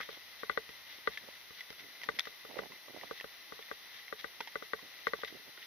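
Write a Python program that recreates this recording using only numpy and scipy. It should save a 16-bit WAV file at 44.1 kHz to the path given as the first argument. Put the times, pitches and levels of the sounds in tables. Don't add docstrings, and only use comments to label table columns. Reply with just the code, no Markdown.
import sys
import numpy as np
from scipy import signal
from scipy.fft import rfft, irfft, next_fast_len
from scipy.io import wavfile
from scipy.ndimage import uniform_filter1d

SR = 44100
rng = np.random.default_rng(int(sys.argv[2]) if len(sys.argv) > 2 else 0)


def dump(signal):
    limited = np.clip(np.atleast_2d(signal).T, -1, 1)
    pcm = np.round(limited * 32767).astype(np.int16)
    wavfile.write(sys.argv[1], SR, pcm)


N = 249694
TIME = np.arange(N) / SR
AGE = np.arange(int(SR / 8)) / SR

# start in seconds, level in dB, contact time in milliseconds,
# extra dB for the hollow tones, extra dB for the wall tones.
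BLOWS = [(0.0023, -12.5, 0.25, -5, -1), (0.0893, -13.5, 0.77, 3.5, -3), (0.4321, -12, 0.53, 3.5, 0),
         (0.496, -4, .12, -4, 1), (0.574, -4.5, 0.17, 4.5, 0.5), (0.692, -11, 4.5, 0, 8),
         (1.0735, -2, 0.11, 3, 0.5), (1.506, -12, 5, -2, 15), (1.703, -11, 3.6, 0, 0),
         (2.088, -3.5, 0.31, -1, 0), (2.27, -14.5, 0.53, -0.5, -4), (2.449, -17, 1.13, 2.5, 0.5),
         (2.589, -4, 0.8, 0.5, -2.5), (3.1096, -6.5, 1.18, 2, 0.5), (3.242, -10, 1.23, -1, 0.5),
         (3.5215, -11.5, 1.05, -3, -0.5), (3.5901, -19.5, 1.06, 3, 0), (3.7126, -11, 0.53, 2.5, -1),
         (4.125, -11.5, 0.43, 3.5, -1), (4.2428, -9.5, 0.53, 0.5, -1.5), (4.405, -14, 0.81, 3, -7),
         (4.5552, -7, 0.48, -1, -0.5), (4.623, -16, 0.69, 4, 0), (4.7333, -7, 0.19, 3, -0.5),
         (5.0688, -2.5, 0.16, 0, 0.5), (5.134, -6, 0.25, 4.5, 0), (5.2332, -8.5, 0.6, 3, -2)]
# pitch in Hz, t60 (seconds to fade by 60 dB), dB at the
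# left microphone, dB at the right, direction of the first swing (+1 or -1) on the left, on the right.
BODY_TONES = [(64.7, 0.14, -47, -57, -1, 1), (150, 0.11, -51.5, -54, -1, -1),
              (191, 0.09, -44, -53.5, -1, -1), (248, 0.024, -32.5, -46, -1, -1),
              (432.7, 0.047, -28.5, -22.5, -1, 1), (458.4, 0.02, -21, -31, 1, -1),
              (557, 0.044, -43, -31.5, 1, -1), (790, 0.031, -33.5, -45, -1, -1),
              (1176.6, 0.028, -19.5, -25, 1, 1), (1426, 0.017, -15.5, -26.5, -1, -1),
              (1535, 0.029, -18, -37, 1, -1), (1876, 0.044, -38.5, -33.5, -1, -1),
              (1970, 0.036, -18.5, -68, -1, -1), (2230, 0.016, -32, -30, 1, 1),
              (3500, 0.0029, -19.5, -33.5, 1, -1), (4390, 0.0081, -27, -53, -1, -1)]
def knocks_and_footfalls(detune=0.011, grip=0.18, stiffening=0.035, hollow_hz=440, wall_hz=1200,
                         travel_s=0.0001, crossing_s=0.001, damping_hz=6000):
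    out = np.zeros((2, N))
    hz, t60, left_db, right_db, left_swing, right_swing = np.transpose(BODY_TONES)
    arrival = travel_s * np.sqrt(1000 / hz)
    hollow = np.abs(np.log2(hz / hollow_hz)) < .5
    wall = np.abs(np.log2(hz / wall_hz)) < .5
    for start, db, contact_ms, hollow_db, wall_db in BLOWS:
        scatter_db, pitch_luck, grip_luck = rng.standard_normal((3, len(hz)))
        fade = t60 * (1 + grip * np.tanh(grip_luck))
        push = undb(db + hollow_db * hollow + wall_db * wall + scatter_db) * contact(hz, contact_ms)
        rise = np.where(hz < 2 * hollow_hz, 1 + stiffening * undb(db), 1)
        pitch = hz * rise * (1 + detune * pitch_luck)
        left = (push * np.sign(left_swing) * undb(left_db)) @ ring(pitch, fade, arrival)
        right = (push * np.sign(right_swing) * undb(right_db)) @ ring(pitch, fade, arrival + crossing_s)
        add(out, np.array([left, right]) + rattle(db, contact_ms), start)
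    return signal.sosfilt(signal.butter(6, damping_hz, fs=SR, output="sos"), out)


def contact(hz, contact_ms):
    return 1 / np.sqrt(1 + (hz * contact_ms / 1000) ** 4)


def rattle(db, contact_ms, chatter_hz=560, tick_ms=0.04):
    buzz = colour(rng.standard_normal((2, len(AGE))), STRAP_COLOUR) * decay(db - 45, t60=0.12)
    chatter = colour(rng.standard_normal((2, len(AGE))), np.array(SNAP_COLOUR) * [chatter_hz, 1])
    chatter *= decay(db - 44, t60=0.13) * contact(chatter_hz, contact_ms)
    tick = rng.standard_normal((2, len(AGE))) * decay(db - 33, t60=0.0025)
    return buzz + chatter + tick / (1 + (contact_ms / tick_ms) ** 2)


# start in seconds, level in dB, the piece's own note in Hz,
# extra dB for that note, extra dB for the crack, left minus right in dB, the crack's t60 in seconds.
CLICKS = [(0.0107, -35, 1250, 1, -1.5, -2, 0.011), (0.016, -40.5, 1740, 6, -5, 2, .015),
          (0.031, -38.5, 1660, -3, -8, 0, 0.023), (0.514, -40, 1440, -4, -8, 8, .017),
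          (0.691, -47, 1520, -2, 9, 3, .012), (1.1736, -34.5, 2050, 2.5, -0.5, 3, 0.02),
          (1.5925, -50, 2060, -2, 3, 1, .01), (1.6068, -38.5, 2025, 9.5, 0, 1, .011),
          (1.7038, -48.5, 2070, 10, 16.5, 4, .007), (1.7275, -47.5, 1390, 1, 8, -2, 0.013),
          (2.0155, -42, 2050, 7, 3, -3, 0.0095), (2.0342, -37.5, 980, -8.5, 2, 1, 0.015),
          (2.039, -42.5, 2110, 1, 6, 1, 0.019), (2.1882, -39.5, 1966, 17.5, 8, -3, .018),
          (2.1897, -39.5, 2150, 11, 8, 2, .016), (2.1939, -35.5, 3500, 15, 18, 6, 0.0098),
          (2.202, -36.5, 1530, -11, -1, -4, .014), (2.206, -46.5, 3560, 19, 11, 10, .008),
          (2.254, -48, 1900, 0, 5, 3, 0.038), (2.5852, -43, 1880, 0, 4, 4, .014),
          (2.72, -43.5, 1030, -2, -16, 2, .017), (3.012, -46, 1960, 5, -14, 2, .017),
          (3.031, -49, 2050, -2, -2, 0, .02), (3.2, -41.5, 1970, 8, 1, 0, 0.012),
          (3.2103, -41, 1050, -9, 8, 3, 0.0072), (3.6253, -48.5, 3520, 7, 6, 1, .01),
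          (4.0808, -47, 2070, 11.5, -15, 0, .017), (4.405, -41.5, 922, 11, 4, -3.5, 0.011),
          (4.4087, -38.5, 1500, 5, 6, 1, 0.013), (4.4735, -39.5, 900, -0.5, 0, -3, 0.013),
          (4.479, -45, 2100, -1, 4, 0, 0.012), (4.791, -47, 1080, 1, -8, -4, 0.015),
          (4.939, -49.5, 2060, 8, -9, 4, .017), (5.0813, -40, 1920, 5, 1, 0, 0.0052),
          (5.2473, -38, 3740, 7, 3, 8, .009), (5.277, -49, 1570, 0, 3, 3, 0.018),
          (5.2835, -45, 2440, -6, 6, 1, .012), (5.305, -54, 1490, -5, 0, 1, .017),
          (5.575, -49, 1460, 5, -13, -2, 0.019), (5.627, -45.5, 2920, 5, -2, -2, 0.011)]
# frequency in Hz, level in dB.
CLICK_COLOUR = [(100, -1), (450, 5.5), (900, 3), (2000, 3), (3800, 4.5), (6000, 1.5), (7000, -20.5),
                (7900, -50), (10500, -8), (15000, -19)]
def clicks(bounce_s=0.0083, bounce_db=-11, faint_count=8, faint_db=-52, faint_hz=2200, gain_db=-5):
    out = np.zeros((2, N))
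    for start, db, note_hz, note_db, crack_db, left_db, crack_t60 in CLICKS:
        add(out, undb(db) * pan(left_db) * click(note_hz, note_db, crack_db, crack_t60), start)
        for bounce in (1, 2):
            rebound = click(note_hz, note_db=-4, crack_db=-2, crack_t60=crack_t60)
            delay = bounce_s * (bounce + rng.random() - .5)
            add(out, undb(db + bounce * bounce_db) * pan(left_db) * rebound, start + delay)
    for when, octave in rng.random((faint_count, 2)):
        tick = click(faint_hz * 2 ** (octave - .5), note_db=0, crack_db=-2, crack_t60=.012)
        add(out, undb(faint_db) * tick, when * TIME[-1])
    return airborne(colour(out, CLICK_COLOUR)) * undb(gain_db)


# pitch in Hz, t60 in seconds, level in dB.
SHARED_CLICK_TONES = [(1903, 0.037, -0.5), (2080, 0.047, -5.5), (2450, 0.004, 9.5), (3520, 0.0086, -11),
                      (3330, 0.02, -3.5), (3670, 0.034, -13.5), (4070, 0.022, -63), (4630, 0.015, -42),
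                      (5500, 0.032, -32)]
def click(note_hz, note_db, crack_db, crack_t60, detune=0.031, scatter_db=3.5, shared_db=-2,
          overtone_ratio=2.65, attack_s=0.00038):
    hz, t60, tone_db = np.transpose(SHARED_CLICK_TONES)
    luck = rng.standard_normal((4, len(hz)))
    gains = np.sign(luck[0]) * undb(shared_db + tone_db + scatter_db * luck[1:3])
    shared = gains @ ring(hz * (1 + detune * luck[3]), t60)
    note_t60 = min(42 / note_hz, 0.026)
    overtone = undb(-9 - 6 * np.log2(note_hz / 1000)) * ring(overtone_ratio * note_hz, note_t60)
    note = undb(note_db) * (ring(note_hz, note_t60) + overtone)
    crack = stereo_noise(len(AGE)) * decay(crack_db, crack_t60)
    low_cut_hz = min(0.43 * note_hz, SR / 4)
    crack = signal.sosfilt(signal.butter(2, low_cut_hz, "high", fs=SR, output="sos"), crack)
    return (shared + note + crack) * (1 - np.exp(-AGE / attack_s))


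# start in seconds, level in dB.
EDGE_TICKS = [(2.0339, -43), (2.194, -37.5), (4.3616, -51), (4.4082, -39), (5.0745, -36), (5.0812, -48)]
# frequency in Hz, level in dB.
EDGE_COLOUR = [(2000, -27), (4400, -10), (5400, -5), (6100, 2), (7800, -54), (9500, -19), (11700, -8),
               (15000, -12)]
def edges(t60=0.005, attack_s=0.00091, left_db=1):
    out = np.zeros((2, N))
    envelope = decay(0, t60) * (1 - np.exp(-AGE / attack_s))
    for start, db in EDGE_TICKS:
        burst = envelope * stereo_noise(len(AGE))
        add(out, colour(burst, EDGE_COLOUR) * undb(db), start)
    return out * pan(left_db)


# middle in seconds, rough length in seconds, level in dB.
FINGER_SHIFTS = [(1.238, 0.033, -61), (1.847, 0.073, -60), (2.145, 0.15, -61), (2.51, 0.043, -54),
                 (2.596, 0.087, -50.5), (2.7, 0.08, -59.5), (2.892, 0.032, -53.5), (2.967, 0.046, -54),
                 (3.037, 0.055, -56), (4.83, 0.055, -58), (5.355, 0.078, -58.5), (5.485, 0.019, -56)]
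# multiple of the slip's pitch, level in dB.
SLIP_COLOUR = [(.1, -7.5), (.3, 0.5), (.6, 7), (1, 6), (1.6, 2.5), (2.5, -19), (4.4, -4), (10, -122)]
def finger_creak(slips_per_s=150, grit=0.19, skin_hz=487, usual_pull_db=-54.5, db_per_octave=23.5):
    out = np.zeros((2, N))
    slips = (rng.random(N) < slips_per_s / SR) * rng.choice([-1, 1], N) * np.sqrt(SR / slips_per_s)
    force = slips + grit * rng.standard_normal((2, N))
    for middle, length, db in FINGER_SHIFTS:
        hz = skin_hz * 2 ** ((db - usual_pull_db) / db_per_octave)
        out += colour(force * swells([(middle, length, db)]), np.array(SLIP_COLOUR) * [hz, 1])
    return out


# middle in seconds, level in dB, pitch in Hz.
SKIN_SNAPS = [(0.13, -57, 504), (0.174, -51.5, 420), (0.987, -57, 416), (1.276, -57, 500),
              (1.288, -46, 580), (2.5, -51, 400), (2.512, -47, 580), (2.523, -54, 600), (2.5595, -47, 760),
              (2.571, -37, 530), (2.5832, -46, 510), (2.606, -51, 450), (2.622, -48, 480),
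              (2.636, -46, 554), (2.659, -47.5, 484), (2.884, -47.5, 646), (2.947, -49, 407),
              (2.965, -44, 640), (3.029, -56, 560), (3.037, -40.5, 625), (5.19, -52, 447),
              (5.328, -48.5, 412), (5.345, -53.5, 328), (5.352, -48.5, 416), (5.581, -56.5, 463)]
# multiple of its pitch, level in dB.
SNAP_COLOUR = [(.15, -19), (.5, -4), (.8, 5), (1, 4.5), (1.5, -1.5), (2.4, -11), (4.4, -16), (10, -64)]
def finger_snaps(tear_s=0.0023, stored_s=0.0054):
    out = np.zeros((2, N))
    tear = np.exp(-np.abs(AGE - AGE.mean()) / tear_s)
    for middle, db, hz in SKIN_SNAPS:
        thump = colour(tear * rng.standard_normal((1, len(AGE))), np.array(SNAP_COLOUR) * [hz, 1])
        thump *= np.sqrt(SR * stored_s / np.sum(thump ** 2))
        add(out, thump * undb(db), middle - AGE.mean())
    return out


# middle in seconds, rough length in seconds, level in dB.
SWISHES = [(0.025, 0.064, -50.5), (0.135, 0.058, -50), (0.42, 0.063, -52), (0.925, 0.084, -50.5),
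           (1.14, 0.04, -49), (1.59, 0.073, -51.5), (1.8, 0.022, -48.5), (2.16, 0.021, -50),
           (2.265, 0.04, -49.5), (3.07, 0.035, -65), (3.185, 0.051, -50.5), (3.66, 0.24, -59),
           (3.82, 0.063, -57.5), (3.97, 0.095, -52.5), (4.2, 0.021, -44), (4.435, 0.03, -55),
           (5.075, 0.04, -50.5), (5.2, 0.056, -51), (5.28, 0.053, -48.5), (5.63, 0.057, -54.5)]
# frequency in Hz, level in dB.
STRAP_COLOUR = [(300, -3), (1000, -0.5), (1650, 7.5), (2000, 18.5), (2450, 8), (3700, 15.5), (4700, 5),
                (6000, 4.5), (7500, -62), (12000, -3)]
def strap(catches_per_s=220, catch_db=3.0, left_db=2.0, gain_db=-2):
    friction = colour(stereo_noise(N) / np.sqrt(2), STRAP_COLOUR)
    envelope = swells(SWISHES) * undb(gain_db + catch_db * wander(catches_per_s))
    return airborne(friction * envelope) * pan(left_db)


# frequency in Hz, left level in dB per Hz, right level in dB per Hz, how alike the sides are (0 to 1).
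AIR_AND_HISS = [(35.4, -102, -108, 0.43), (131, -101, -106, 0.02), (301, -96, -99.5, 0),
                (585, -98, -96, 0.82), (1684, -93.5, -93, 0.53), (2040, -81.5, -82.5, 0.72),
                (2175, -94, -90, 1), (4000, -85, -95, 0.22), (4420, -91, -94, 0.01),
                (6010, -93.5, -96, 0.01), (6636, -104, -105, 1), (6470, -130, -130, 1),
                (8380, -128, -128, 1), (9490, -105, -102, 0.28), (10960, -101.5, -97.5, 0),
                (15400, -100, -99, 0)]
def air(hiss_above_hz=5500):
    table, size = np.array(AIR_AND_HISS), next_fast_len(N, True)
    left_db, right_db, alike = (by_band(table[:, [0, column]], size) for column in (1, 2, 3))
    alike = np.clip(alike, 0, 1)
    gain = undb([left_db, right_db]) * np.sqrt(SR / 2)
    noise = rfft(rng.standard_normal((3, size)))
    spectrum = gain * (np.sqrt(alike) * noise[2] + np.sqrt(1 - alike) * noise[:2])
    outdoor_share = 1 / (1 + (np.fft.rfftfreq(size, 1 / SR) / hiss_above_hz) ** 4)
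    wash = irfft(spectrum * outdoor_share, size)[:, :N]
    hiss = irfft(spectrum * (1 - outdoor_share), size)[:, :N]
    return wash * undb(.4 * wander(3.5) + .8 * wander(18)) + hiss


def hum(hz=90, level_db=-80, waver=0.12, fade_at_s=1.84):
    phase = 2 * np.pi * np.cumsum(hz * (1 + waver * wander(25))) / SR
    return np.sin(phase) * undb(level_db) / (1 + (TIME / fade_at_s) ** 8)


def undb(db):
    return 10 ** (np.asarray(db) / 20)


def decay(db, t60):
    return undb(db - 60 * AGE / t60)


def ring(hz, t60, arrival_s=0):
    age = np.maximum(AGE[:, None] - arrival_s, 0)
    return (np.sin(2 * np.pi * age * hz) * np.exp(-np.log(1000) * age / t60)).T


def swells(rows):
    power = sum(undb(db) ** 2 * np.exp(-np.minimum((2 * (TIME - middle) / length) ** 2, 100))
                for middle, length, db in rows)
    return np.sqrt(power)


def wander(turns_per_s):
    step = int(SR / turns_per_s)
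    return uniform_filter1d(np.repeat(rng.standard_normal(N // step + 1), step), step)[:N]


def stereo_noise(size):
    return rng.standard_normal((2, size)) + rng.standard_normal(size)


def by_band(points, size):
    hz, value = np.transpose(points)
    return np.interp(np.log(np.fft.rfftfreq(size, 1 / SR) + 1), np.log(hz), value)


def colour(sound, points):
    size = next_fast_len(sound.shape[-1], True)
    gain = undb(by_band(points, size))
    return irfft(rfft(sound, size) * gain / np.sqrt(np.mean(gain ** 2)), size)[..., :sound.shape[-1]]


def pan(left_db):
    return undb(np.array([[left_db], [-left_db]]) / 2)


def airborne(sound, lag_s=4.5e-5):
    return np.array([np.interp(TIME - lag_s, TIME, sound[0]), sound[1]])


def add(out, sound, start_s):
    first = max(int(round(start_s * SR)), 0)
    out[:, first:first + sound.shape[1]] += sound[:, :N - first]


def scene():
    impacts = knocks_and_footfalls() + clicks() + edges()
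    finger = (finger_creak() + finger_snaps()) * pan(-16) * undb(-6)
    return impacts + finger + strap() + airborne(air()) + hum()


def record(dry, low_cut_hz=46, high_cut_hz=15300):
    thin = signal.sosfilt(signal.butter(2, low_cut_hz, "high", fs=SR, output="sos"), dry)
    return signal.sosfilt(signal.ellip(10, .1, 70, high_cut_hz, fs=SR, output="sos"), thin)


dry = scene()
out = record(dry)
dump(out)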